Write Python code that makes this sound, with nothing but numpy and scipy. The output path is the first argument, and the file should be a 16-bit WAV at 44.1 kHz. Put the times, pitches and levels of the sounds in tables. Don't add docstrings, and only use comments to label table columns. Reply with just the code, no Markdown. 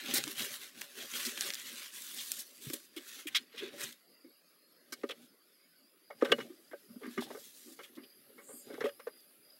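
import sys
import numpy as np
from scipy import signal
from scipy.fft import rfft, irfft, next_fast_len
from scipy.io import wavfile
from scipy.ndimage import uniform_filter1d, map_coordinates

SR = 44100
rng = np.random.default_rng(int(sys.argv[2]) if len(sys.argv) > 2 else 0)


def unload_wav(signal):
    wavfile.write(
        sys.argv[1],
        SR,
        np.round(np.clip(np.atleast_2d(signal).T, -1, 1) * 32767).astype(np.int16),
    )


N = 423036

# (frequency [Hz], relative level [dB])
RUSTLE_COLOUR = [(470, -35), (800, -14), (1050, 1.5), (1190, 1), (1690, 9), (2270, 7), (3910, 6.5),
                 (4950, -6), (6500, -9.5), (14300, -120)]
# (frequency [Hz], relative level [dB])
SHEEN_COLOUR = [(2500, -23.5), (3300, -7), (6000, -2), (6840, -2), (13000, -2), (15000, -9), (16000, 0)]
# (frequency [Hz], width [Hz], relative level [dB])
BOX_MODES = [(132.5, 28, -7.5), (242, 23.8, 4.5), (319, 77, -1.5), (394.3, 59, 0.5), (468, 44.5, -6),
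             (566, 26, -1), (801, 31, -10)]


def dragging():
    catches = mottled(grit(spread_db=2.0, flutter_db=1.5), depth_db=3.0)
    rustle = unit(filtered(catches, colour(RUSTLE_COLOUR)))
    sheen = unit(filtered(catches, colour(SHEEN_COLOUR)))
    load = mottled(grit(spread_db=-0.5, flutter_db=2.0), depth_db=5.5)
    rumble = unit(filtered(load, modes(BOX_MODES)))
    return pressure() * rustle + pressure(offset_column=3) * sheen + pressure(offset_column=4) * rumble


# (time of full strength [s], hold [s], rustle level [dB],
# feather sheen above the rustle [dB], board rumble above the rustle [dB])
BODY_STROKES = [(0.0, 0.029, -50, -5, 3), (0.088, 0.096, -40, -6.5, -6.5), (0.225, 0.093, -54.5, 5.5, 3),
                (0.397, 0.06, -43, 0, -6.5), (0.522, 0.021, -49.5, 3.5, -7), (0.608, 0.061, -55.5, 1.5, -9),
                (0.795, 0.048, -54, -0.5, -2.5), (0.992, 0.038, -48, 0.5, -7), (1.154, 0.14, -45.5, 2, -8),
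                (1.391, 0.099, -44, 0, -7.5), (1.581, .28, -51.5, 0.5, -13.5), (1.954, 0.19, -56.5, 7, -11),
                (2.176, 0.22, -55, 9, -9), (2.472, 0.11, -69.5, 9, -7), (2.632, 0.14, -61, 9, -4),
                (2.832, 0.024, -71.5, 6, 4), (2.977, 0.054, -61, -0.5, -8), (3.085, .12, -56, 3.5, -11),
                (3.293, 0.12, -59, -6, -2.5), (3.582, 0.081, -50, -13.5, -9.5), (3.738, 0.061, -62, -20, 8),
                (3.812, 0.036, -46.5, 0, -3.5), (4.906, 0.32, -72.5, 0, 7.5), (6.238, 0.2, -61.5, -1, 13.5),
                (6.485, 0.57, -77, 2.5, 4), (7.034, 0.08, -67, -23, -4.5), (7.113, 0.018, -63.5, 1, -13),
                (7.175, 0.17, -62.5, -1, 7), (7.362, 0.14, -66.5, 10, -5), (7.569, 0.16, -69.5, 11, -1.5),
                (7.818, 0.037, -64.5, -0.5, 7.5), (7.914, 0.67, -76.5, -13, 8.5),
                (8.683, 0.2, -64.5, -5.5, 8.5), (8.953, 0.64, -79, -7.5, 6.5)]


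def pressure(offset_column=None):
    t = np.arange(0, N + 64, 64) / SR
    power = 0
    for stroke in BODY_STROKES:
        start, hold, db = stroke[:3]
        offset_db = stroke[offset_column] if offset_column else 0
        power = power + swell(start, hold, db + offset_db, t) ** 2
    return np.interp(np.arange(N) / SR, t, np.sqrt(power))


# (time [s], thud peak level [dB], thud centre [Hz],
# claw edge peak level [dB], time for the contact to fade by 60 dB [s])
FOOT_KNOCKS = [(0.136, -33, 296, -38, 0.035), (0.27, -37.5, 303, -37.5, 0.12),
               (1.262, -38.5, 238, -40, 0.1), (2.664, -35, 128, -54, 0.069),
               (2.701, -36, 314, -38.5, 0.031), (2.732, -36, 386, -42, 0.11),
               (2.968, -37, 300, -42.5, 0.099), (3.254, -38, 297, -61, 0.066),
               (3.543, -47.5, 515, -52, 0.1), (3.62, -34.5, 400, -55, 0.26), (4.246, -45.5, 352, -62, 0.11),
               (4.924, -44, 370, -35.5, 0.057), (5.036, -23.5, 423, -36.5, 0.049),
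               (5.096, -38, 495, -38, 0.1), (6.105, -41, 630, -40.5, 0.094), (6.212, -51, 496, -36, 0.11),
               (6.224, -14.5, 411, -26, 0.032), (6.248, -29.5, 480, -31, 0.13),
               (6.294, -37, 450, -38, 0.11), (6.321, -15, 507, -16.5, 0.049), (6.385, -31, 478, -39, 0.053),
               (6.403, -63, 420, -35, 0.074), (6.467, -58, 450, -63, 0.037), (6.5, -40.5, 280, -60, 0.15),
               (6.714, -50.5, 361, -45.5, 0.13), (6.733, -37, 543, -44, 0.057),
               (6.891, -45, 189, -66, 0.22), (6.96, -38, 228, -61, 0.08), (7.017, -43, 533, -53, 0.23),
               (7.033, -39.5, 264, -41.5, 0.21), (7.059, -35.5, 237, -51, 0.15),
               (7.178, -25.5, 236, -29, 0.095), (7.222, -36, 770, -45, 0.049), (7.267, -49, 790, -63, 0.16),
               (7.305, -37, 603, -46, .075), (7.348, -39.5, 510, -44.5, 0.085),
               (7.371, -42, 534, -52, 0.082), (7.67, -47, 285, -63, 0.26), (7.791, -44.5, 556, -42, 0.079),
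               (7.973, -38, 271, -50, 0.17), (8.3, -52.5, 500, -72, 0.15), (8.381, -51, 474, -48, 0.13),
               (8.488, -46.5, 553, -53, 0.17), (8.535, -47.5, 272, -64, 0.12),
               (8.684, -46.5, 493, -59, 0.14), (8.702, -36.5, 480, -50, 0.13),
               (8.736, -39.5, 403, -43, 0.17), (8.78, -36, 520, -57, 0.064), (8.808, -28.5, 446, -30, 0.08),
               (8.841, -24, 463, -34, 0.067), (8.855, -27.5, 530, -30.5, 0.091),
               (8.892, -56, 447, -40, 0.029), (8.997, -47.5, 557, -42, 0.08),
               (9.071, -31, 494, -40.5, 0.085)]
# (frequency [Hz], width [Hz], relative level [dB])
BOARD_MODES = [(1204, 150, 5.5), (1557, 74, 5), (1824, 296, 1), (2190, 95, 5), (2370, 160, -6.5),
               (2920, 49, 3), (3334, 330, -5.5), (4260, 24, -0.5), (5300, 250, -6)]
OUT_S = 5.0
WALL_HZ, ENTRANCE_HZ = 2760, 1650
SHARPER_HZ_PER_DB = 29.5
SETTLE, GRIP = 0.088, 0.09
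CRISP_S = 0.075
CLAW_LEAD_S, BITE_S = .003, .0015
THUMP = 0.36
PAD_HZ, CLAW_HZ = 1030, 6500


def knocks():
    out, t = np.zeros(N), np.arange(SR // 5) / SR
    for s, thud_db, thud_hz, edge_db, t60 in FOOT_KNOCKS:
        t60 = max(t60, .01)
        settle = SETTLE * t60
        wood_hz = WALL_HZ if s < OUT_S else ENTRANCE_HZ
        edge_hz = max(wood_hz + SHARPER_HZ_PER_DB * (edge_db - thud_db), 1000)
        crunch = stepped(len(t), 128)
        low = struck(BOX_MODES, thud_hz, octave_db=16)
        pad = modes([(thud_hz, 0.82 * thud_hz, 0)])
        edge = struck(BOARD_MODES, edge_hz, octave_db=7.5)

        def thud(f):
            return (THUMP * pad(f) ** 2 + low(f)) * pad(f)

        blow = (CRISP_S / t60) ** 2
        for db, hit, hold, lead, rise, top_hz, body in [
                (thud_db, blow, 0, settle, settle, PAD_HZ, thud),
                (edge_db, 0, GRIP * t60, CLAW_LEAD_S, BITE_S, CLAW_HZ, edge)]:
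            fade = amp(-60 * np.maximum(t - hold, 0) / t60 + 2.16 * crunch)
            push = fade * np.minimum(t / rise, 1) ** 2 * rng.standard_normal(len(t))
            push[round(rise * SR)] += hit * np.linalg.norm(push)
            ring = filtered(push, lambda f: body(f) / (1 + 1j * f / top_hz) ** 2)
            add(out, s - lead, peaking(ring, db))
    return out


# (time [s], peak level [dB], centre [Hz], length [s], treble hiss over the coarse band [dB])
CLAW_SCRAPES = [(0.138, -16.5, 4000, .018, 20), (0.151, -21, 4200, 0.059, -2),
                (0.413, -29.5, 4370, 0.025, -27), (0.811, -32.5, 2460, 0.01, 1),
                (0.998, -39, 3300, 0.046, -24), (1.136, -34.5, 3020, 0.019, -16),
                (1.196, -34, 2900, 0.023, -16), (1.25, -26, 4300, 0.036, -6), (1.465, -35, 3050, 0.033, -5),
                (2.184, -33, 3520, 0.052, -21.5), (2.391, -31, 4000, 0.034, 5),
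                (2.733, -24.5, 3440, 0.018, 4), (2.963, -36, 3120, 0.036, -9.5),
                (3.269, -29.5, 2600, 0.033, -10.5), (3.345, -27, 2150, 0.045, -33.5),
                (3.347, -19.5, 3460, 0.047, -29.5), (3.357, -28, 5400, 0.028, -9),
                (3.578, -33.5, 3130, 0.046, -23), (3.832, -30.5, 6950, 0.021, -15.5),
                (3.923, -40, 3500, 0.011, -3), (4.922, -33.5, 4800, 0.032, -10),
                (5.089, -36, 3200, 0.022, -22), (5.105, -31.5, 2800, 0.028, -29),
                (5.217, -53.5, 3430, 0.085, -3), (6.247, -33, 3150, 0.023, -22),
                (6.317, -15, 3030, 0.015, -32), (6.387, -44, 3520, 0.069, -18),
                (7.206, -37.5, 3600, 0.069, -10), (7.832, -42, 2980, 0.037, -12),
                (7.952, -52, 3500, 0.03, -10), (8.032, -50, 2980, 0.033, -29),
                (8.841, -35.5, 2900, 0.06, -18)]


def scrapes():
    out, t = np.zeros(N), np.arange(SR // 5) / SR
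    for s, db, hz, length, hiss_db in CLAW_SCRAPES:
        catch = stepped(len(t), 64)
        catch[:64] = 1
        fade_db = -60 * np.maximum(t - length / 2, 0) / (1.15 * max(length, .003))
        grip = amp(fade_db + 1.36 * catch) * np.minimum(t / BITE_S, 1)
        wood = struck(BOARD_MODES, hz, octave_db=-3.5)
        coarse = modes([(hz, 0.5 * hz, 0)])
        hiss = modes([(10060, 15700, hiss_db / 2)])
        rubbing = grip * rng.standard_normal(len(t))
        skid = filtered(rubbing, lambda f: coarse(f) ** 2 * (1 + 1.2 * wood(f)) - hiss(f) ** 2)
        add(out, s, peaking(skid, db))
    return out


# (time [s], peak level [dB], centre [Hz])
LOUD_SNAPS = [(0.1428, -28, 4330), (0.239, -21.5, 3140), (0.278, -27.5, 4600), (0.817, -25.5, 2360),
              (1.04, -39, 3500), (1.138, -28, 2960), (1.2725, -28.5, 5500), (1.3759, -27, 2210),
              (1.4092, -15.5, 4970), (1.442, -30.5, 3480), (1.504, -20, 2600), (1.537, -23, 4200),
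              (1.553, -27.5, 4000), (1.599, -32, 6470), (1.544, -25, 7140), (2.021, -32, 6450),
              (2.146, -26, 11000), (2.3181, -15, 6440), (2.7003, -30.5, 4000), (5.111, -36.5, 2200),
              (8.742, -45, 4100), (9.205, -49, 6900)]
SMALL_SNAPS, SMALL_HZ = 450, 4000
SMALL_DB, SMALL_SPREAD_DB = 5.5, 3
SNAP_S, AFTER_S, AFTER_DB = 0.0044, 0.02, -8


def snaps():
    out, t, rustle = np.zeros(N), np.arange(2048) / SR, pressure()
    small = []
    for _ in range(SMALL_SNAPS):
        place, octaves, rarity = rng.uniform([0, -1, 0], 1)
        extra_db = -SMALL_SPREAD_DB * np.log(1 - rarity)
        db = SMALL_DB + extra_db + 20 * np.log10(rustle[int(place * N)])
        small.append((place * N / SR, db, SMALL_HZ * 2 ** octaves))
    for s, db, hz in LOUD_SNAPS + small:
        fade = amp(-60 * t / SNAP_S) + amp(AFTER_DB - 60 * t / AFTER_S)
        burst = fade * rng.standard_normal(len(t))
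        crack = filtered(burst, modes([(hz, 0.82 * hz, 0), (6000, 12000, -13)]))
        add(out, s, peaking(crack, db))
    return out


# (time of full strength [s], hold [s], level [dB])
FEATHER_SWISH = (8.45, 0.16, -53)
# (frequency [Hz], relative level [dB])
SWISH_COLOUR = [(5800, -38), (6700, -13), (7300, -7), (9500, -5), (10500, -10), (13300, -6)]
# (later start [s per octave], sooner end [s per octave])
SWISH_NARROWING = [0.12, .03]


def swish():
    s, hold, db = FEATHER_SWISH
    rush = unit(filtered(mottled(rng.standard_normal(N), depth_db=4.5), colour(SWISH_COLOUR)))
    hz, t, z = signal.stft(rush, SR, nperseg=512)
    octaves_up = np.log2(np.maximum(hz / SWISH_COLOUR[1][0], 1))[:, None]
    late, early = np.multiply.outer(SWISH_NARROWING, octaves_up)
    gain = swell(s + late, hold - late - early, db, t)
    return signal.istft(z * gain, nperseg=512)[1][:N]


# (time [s], length [s], level [dB])
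HIGH_SINGER_CHIRPS = [(4.273, 0.16, -79), (5.54, 0.13, -73.5), (6.032, 0.16, -75), (8.001, 0.22, -66),
                      (8.528, 0.22, -66.5), (8.855, 0.12, -67.5), (9.09, 0.14, -67.5), (9.414, 0.17, -65.5)]
# (time [s], length [s], level [dB])
LOW_SINGER_CHIRPS = [(4.55, 0.31, -76)]
HIGH_SINGER_HZ, LOW_SINGER_HZ = 4880, 4280
CHIRP_WIDTH_HZ, CHIRP_DRIFT_HZ = 100, 44.7


def chirps():
    out, t = np.zeros(N), np.arange(N) / SR
    fuzz = band(0, CHIRP_WIDTH_HZ) + 1j * band(0, CHIRP_WIDTH_HZ)
    smear = amp(0.3 * wobble(20)) * fuzz
    for hz, table in [(HIGH_SINGER_HZ, HIGH_SINGER_CHIRPS), (LOW_SINGER_HZ, LOW_SINGER_CHIRPS)]:
        arch = np.zeros(N)
        for s, length, db in table:
            progress = np.clip((t - s) / length, 0, 1)
            arch += amp(db) * np.sqrt(np.abs(np.sin(np.pi * progress)))
        cycles = np.cumsum(hz + CHIRP_DRIFT_HZ * wobble(4.3)) / SR
        out += arch * np.real(smear * np.exp(2j * np.pi * cycles))
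    return out


# (frequency [Hz], relative level [dB])
HISS_COLOUR = [(60, -62.5), (168, -9), (300, -2.5), (600, -9), (830, -22), (1230, -12), (4000, -18),
               (5300, -28.5), (5900, -23), (8500, -24.5), (9200, -20), (12800, -18.5), (13400, -24.5),
               (15200, -21.5), (15700, -13.5), (16200, -15)]
HISS_DB = -69.5
# (frequency [Hz], half width [Hz])
CHORUS_BANDS = [(4800, 510), (11350, 340), (12250, 250)]
CHORUS_LEVELS = [-77.5, -80, -90]
# (time [s], level [dB])
SHIMMER_LEVEL = [(0, -79), (5.8, -77.5), (7, -68.5), (7.9, -68.5), (8.9, -64), (9.6, -69)]
# (frequency [Hz], relative level [dB])
SHIMMER_COLOUR = [(8600, -35), (9000, -4.5), (10500, 1.5), (12600, 2), (13500, -11.5), (15000, 1)]


def night():
    hiss = unit(filtered(mottled(rng.standard_normal(N), depth_db=4.2), colour(HISS_COLOUR)))
    out = amp(HISS_DB + 0.21 * wobble(1.7)) * hiss
    for (hz, width), db in zip(CHORUS_BANDS, CHORUS_LEVELS):
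        waver_db = 0.52 * wobble(4.5) + 1.2 * wobble(7.4)
        out += amp(db + waver_db) * mottled(band(hz, width), depth_db=5.5)
    shimmer_db = np.interp(np.arange(N) / SR, *np.transpose(SHIMMER_LEVEL))
    shimmer = unit(filtered(mottled(rng.standard_normal(N), depth_db=3.0), colour(SHIMMER_COLOUR)))
    return out + amp(shimmer_db) * shimmer


def amp(db):
    return 10 ** (np.asarray(db) / 20)


def unit(x):
    return x / np.sqrt(np.mean(x ** 2) + 1e-20)


def peaking(x, db):
    return amp(db) * x / np.abs(x).max()


def add(track, s, sound):
    part = track[round(s * SR):][:len(sound)]
    part += sound[:len(part)]


def filtered(x, response):
    m = next_fast_len(len(x) + 4096)
    return irfft(rfft(x, m) * response(np.fft.rfftfreq(m, 1 / SR)), m)[:len(x)]


def colour(points):
    f, v = np.transpose(points)
    return lambda hz: amp(np.interp(np.log(hz + 1), np.log(f + 1), v, -120, -120))


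def modes(table):
    def response(f):
        total = 0
        for k, (c, width, db) in enumerate(table):
            total = total + (-1) ** k * amp(db) * 1j * f * width / (c * c - f * f + 1j * f * width)
        return total
    return response


def struck(table, hz, octave_db):
    return modes([(c, width, db - octave_db * abs(np.log2(c / hz)) + rng.normal(0, 2.5))
                  for c, width, db in table])


def band(hz, width):
    return unit(filtered(rng.standard_normal(N), lambda f: np.exp(-((f - hz) / width) ** 2)))


def wobble(rate):
    knots = rng.standard_normal(int(N * rate / SR) + 4)
    return map_coordinates(knots, [np.arange(N) * rate / SR])


def stepped(length, step):
    return np.repeat(rng.standard_normal(length // step + 1), step)[:length]


def grit(spread_db, flutter_db):
    return rng.standard_normal(N) * amp(spread_db * wobble(900) + flutter_db * wobble(45))


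def mottled(x, depth_db):
    z = signal.stft(x, nperseg=512)[2]
    field = uniform_filter1d(rng.standard_normal(z.shape), size=2, axis=0)
    field = uniform_filter1d(field, size=9, axis=1)
    return signal.istft(z * amp(depth_db * unit(field)), nperseg=512)[1][:N]


RISE_DB_PER_S, FALL_DB_PER_S = 228.5, 225


def swell(s, hold, db, t):
    rise_db = RISE_DB_PER_S * np.maximum(s - t, 0)
    fall_db = FALL_DB_PER_S * np.maximum(t - s - hold, 0)
    return amp(db - rise_db - fall_db)


def scene():
    owl = dragging() + knocks() + scrapes() + snaps() + swish()
    return (owl + chirps() + night())[None]


LOW_HZ, TOP_HZ = 64, 15800


def record(dry):
    def response(hz):
        bass_cut = (1j * hz / (LOW_HZ + 1j * hz)) ** 4
        return bass_cut * (hz < TOP_HZ)
    return filtered(dry[0], response)[None]


dry = scene()
out = record(dry)
unload_wav(out)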